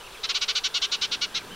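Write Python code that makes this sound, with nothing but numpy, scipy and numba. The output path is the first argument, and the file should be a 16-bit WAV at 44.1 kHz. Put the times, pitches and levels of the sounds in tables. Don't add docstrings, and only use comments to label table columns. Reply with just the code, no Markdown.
import sys
import numpy as np
from scipy import signal
from scipy.fft import rfft, irfft
from scipy.io import wavfile
from numba import njit

SR = 44100
rng = np.random.default_rng(int(sys.argv[2]) if len(sys.argv) > 2 else 0)


def materialize(psi):
    bounded = np.clip(np.atleast_2d(psi).T, -1, 1)
    quanta = np.round(bounded * 32767).astype(np.int16)
    wavfile.write(sys.argv[1], SR, quanta)


N = 68355


def from_db(db):
    return 10 ** (np.asarray(db) / 20)


def rms_one(x):
    return x / np.sqrt(np.mean(x ** 2) + 1e-20)


def coloured(x, spectrum):
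    hz, db = np.transpose(spectrum)
    padded = 2 * len(x)
    bins_hz = np.fft.rfftfreq(padded, 1 / SR)
    gain = from_db(np.interp(np.log(bins_hz + 1), np.log(hz), db))
    return irfft(rfft(x, padded) * gain)[:len(x)]


def noise(spectrum):
    return rms_one(coloured(rng.standard_normal(N), spectrum))


def wobble(hz, size):
    lowpass = signal.butter(2, hz, fs=SR, output="sos")
    return rms_one(signal.sosfilt(lowpass, rng.standard_normal(size)))


@njit
def resonate(x, centre, width):
    y = np.zeros(len(x))
    r = np.exp(-np.pi * width)
    for i in range(2, len(x)):
        drive = (1 - r * r) / 2 * (x[i] - x[i - 2])
        y[i] = drive + 2 * r * np.cos(2 * np.pi * centre[i]) * y[i - 1] - r * r * y[i - 2]
    return y


def background():
    # frequency in Hz, relative spectral density in dB per Hz.
    hush_colour = [(20, 3), (45, -3), (80, -8), (160, -10.5), (300, -11.5), (520, -9), (650, -5),
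                   (1000, -2.5), (1500, -4.5), (2000, -10.5), (3200, -6), (4500, -11.5), (6500, -16.5),
                   (10000, -18.5), (15500, -26)]
    # centre in Hz, width in Hz, level at the start in dB, level at the end in dB.
    drones = [(424, 67, -52.5, -53.5), (1622, 43, -64, -53), (1553, 6.8, -66.5, -52.5)]
    # frequency in Hz, relative spectral density in dB per Hz.
    rumble_colour = [(50, -12), (110, -3), (190, 3.5), (300, 0), (500, -2), (1000, -27), (2500, -40)]
    # time in seconds, level in dB.
    rumble_level = [(0, -81), (.85, -64.5), (1.1, -50), (1.3, -56), (1.42, -48.5), (1.55, -45)]
    hush_db = -44.5
    out = from_db(hush_db) * noise(hush_colour)
    for hz, width_hz, start_db, end_db in drones:
        drone = resonate(rng.standard_normal(N), np.full(N, hz / SR), width_hz / SR)
        out = out + from_db(np.linspace(start_db, end_db, N)) * rms_one(drone)
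    rumble_db = np.interp(np.arange(N) / SR, *np.transpose(rumble_level))
    return out + from_db(rumble_db) * noise(rumble_colour)


def far_birds():
    # start in seconds, length in seconds, start pitch in Hz, middle pitch in Hz,
    # end pitch in Hz, level in dB (of the fundamental's power at mid-chirp).
    chirps = [(.001, 0.019, 3020, 2950, 3300, -45), (.028, 0.035, 2350, 2730, 2860, -47.5),
              (.063, 0.019, 3070, 2630, 1960, -44), (.118, .022, 4190, 3800, 3170, -48),
              (0.141, 0.023, 2750, 2503, 1950, -44.5), (.163, .03, 3510, 3300, 3030, -48.5),
              (.268, 0.033, 2830, 3110, 3100, -45), (.323, 0.033, 2940, 2700, 2120, -42.5),
              (.69, 0.054, 3110, 3470, 3480, -51), (.89, 0.021, 3000, 3370, 3640, -48),
              (.97, 0.051, 2950, 2800, 3170, -49), (1.16, 0.018, 3550, 3370, 2500, -47),
              (1.322, .025, 2780, 3200, 4050, -49), (1.39, .035, 2440, 2350, 1680, -47),
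              (1.494, .064, 2397, 3104, 2500, -44)]
    overtone_db = -24
    out = np.zeros(N + SR)
    for s, length, start_hz, middle_hz, end_hz, db in chirps:
        along = np.linspace(0, 1, int(length * SR))
        parabola = np.polyfit([0, .5, 1], [start_hz, middle_hz, end_hz], 2)
        phase = 2 * np.pi * np.cumsum(np.polyval(parabola, along)) / SR
        whistle = np.sin(phase) + from_db(overtone_db) * np.sin(2 * phase)
        swell = np.sqrt(2) * np.sin(np.pi * along)
        start = max(int(s * SR), 0)
        out[start:start + len(along)] += from_db(db) * swell * whistle
    return out[:N]


def scatter(x, t60, gap):
    t = np.arange(min(len(x), SR // 2)) / SR
    echoes = rng.standard_normal(len(t)) * from_db(-60 * t / t60) * (t > gap)
    return signal.fftconvolve(x, echoes / np.linalg.norm(echoes))[:len(x)]


def cycles(pitch_hz, jitter):
    jitter_hz = 700
    turns = np.cumsum(pitch_hz) / SR + rng.random()
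    return 2 * np.pi * turns + jitter * wobble(jitter_hz, len(pitch_hz))


def puffs(phase, other):
    sharpness, coupling_db = 10.3, -7.5
    pushed = phase + from_db(coupling_db) * np.sin(other)
    return np.exp(sharpness * (np.cos(pushed) - 1))


def evened(x):
    steady_s = 0.0066
    window = np.exp(-.5 * (np.arange(-300, 301) / (SR * steady_s / 2)) ** 2)
    power = np.convolve(x ** 2, window / window.sum(), "same")
    return x / np.sqrt(power + 1e-12)


def syrinx(along, high_phase, low_phase):
    low_voice_db, shared_air, breath_db = 0, 0.25, -26
    high_puffs = puffs(high_phase, low_phase)
    low_puffs = from_db(low_voice_db) * puffs(low_phase, high_phase)
    flow = high_puffs + low_puffs - shared_air * high_puffs * low_puffs
    return flow * (1 + from_db(breath_db) * rng.standard_normal(len(along)))


def vocal_tract(flow, along):
    # frequency in Hz, gain in dB.
    beak_colour = [(600, -31), (1100, -12), (1500, -9), (1900, -12), (2300, -7), (3000, -4), (4000, 0),
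                   (4900, -1), (5900, 2), (7000, -4), (8500, -12), (12000, -20)]
    throat_start_hz, throat_end_hz, throat_width_hz, bypass_db = 4000, 3010, 1770, -8
    ring_hz, ring_width_hz, ring_db, ring_share = 3840, 170, 2.5, 0.22
    throat_hz = throat_start_hz + (throat_end_hz - throat_start_hz) * np.maximum(along, 0)
    throat = resonate(flow, throat_hz / SR, throat_width_hz / SR) + from_db(bypass_db) * flow
    onset_push = from_db(ring_db) * np.exp(-(along / ring_share) ** 2)
    onset_ring = resonate(flow * onset_push, np.full(len(flow), ring_hz / SR), ring_width_hz / SR)
    return coloured(throat + onset_ring, beak_colour)


def note(t, length, high_hz, low_hz, arch_depth, octave_db):
    arch_top, sag_from, sag = .54, 0.81, .2
    high_jitter, low_jitter = .16, .2
    twigs_db, twigs_t60_s = -12, .007
    octave_peak, octave_spread = .64, .27
    clear_high_db, clear_low_octave_db = -25, -20.5
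    attack_s, release_s, fade_db = 0.0021, 0.0037, -1.5

    along = np.clip(t / length, -.3, 1.3)
    arch = 1 - arch_depth * (along - arch_top) ** 2 - sag * np.maximum(along - sag_from, 0)
    high_phase = cycles(high_hz * arch, high_jitter)
    low_phase = cycles(low_hz * arch, low_jitter)
    voice = vocal_tract(syrinx(along, high_phase, low_phase), along)
    rasp = evened(voice + from_db(twigs_db) * scatter(voice, twigs_t60_s, 0))

    octave_swell = from_db(octave_db) * np.exp(-((along - octave_peak) / octave_spread) ** 2)
    octave = octave_swell * np.cos(2 * high_phase)
    core = from_db(clear_high_db) * np.cos(high_phase) + from_db(clear_low_octave_db) * np.cos(2 * low_phase)
    opening = 1 / (1 + np.exp(-t / attack_s)) / (1 + np.exp((t - length) / release_s))
    return evened(rasp + octave + core) * opening * from_db(fade_db * (along - 1.0))


def rattle():
    # start in seconds, length in seconds, level in dB (before fade and soft edges),
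    # top pitch of the high voice in Hz, top pitch of the low voice in Hz, depth of the pitch arch
    # (share of pitch per squared note length), peak of the clear octave in dB re the rasp's rms.
    rattle_notes = [(.236, 0.025, -26.5, 1339, 1074, 0.31, -34), (.292, .028, -24.5, 1423, 1131, .45, -12),
                    (0.347, .033, -24, 1504, 1177, .5, -18), (0.415, 0.03, -24, 1475, 1150, 0.29, -8),
                    (0.484, 0.033, -23.5, 1504, 1158, 0.64, -18), (.554, .036, -23.5, 1511, 1206, 0.43, -6),
                    (.641, 0.034, -23.5, 1530, 1154, 0.43, -13), (.744, 0.04, -24, 1456, 1134, 0.32, -5),
                    (.820, 0.039, -23.5, 1571, 1171, .6, -5.5), (.919, .038, -24, 1486, 1163, 0.37, -5.5),
                    (1.017, .040, -24, 1527, 1195, 0.44, -4), (1.117, 0.037, -25.5, 1453, 1140, 0.44, -14),
                    (1.216, .037, -24.5, 1464, 1165, 0.2, -4), (1.348, 0.039, -26.5, 1378, 1091, 0.37, -30)]
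    out = np.zeros(N + SR)
    lead = SR // 50
    t = np.arange(-lead, 4 * lead) / SR
    for s, length, db, *voicing in rattle_notes:
        start = int(s * SR) - lead
        out[start:start + len(t)] += from_db(db) * note(t, length, *voicing)
    return out[:N]


def scene():
    # frequency in Hz, relative spectral density in dB per Hz.
    hiss_colour = [(200, -36), (500, -16), (2000, -29), (4000, -12.5), (7000, 1), (10000, -0.5),
                   (15500, -7.5)]
    hiss_db = -59
    leaves_db, chirp_wet_db = -17, -8
    leaves_t60_s, leaves_gap_s = 0.14, 0.0044
    near, far = rattle(), far_birds()
    into_leaves = from_db(leaves_db) * near + from_db(chirp_wet_db) * far
    leaves = scatter(into_leaves, leaves_t60_s, leaves_gap_s)
    centre = near + far + leaves + background()
    side = from_db(hiss_db) * noise(hiss_colour)
    return np.array([centre + side, centre - side])


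def record(dry):
    cutoff_hz = 15750
    lowpass = signal.ellip(12, .1, 80, cutoff_hz, fs=SR, output="sos")
    return signal.sosfilt(lowpass, dry)


dry = scene()
out = record(dry)
materialize(out)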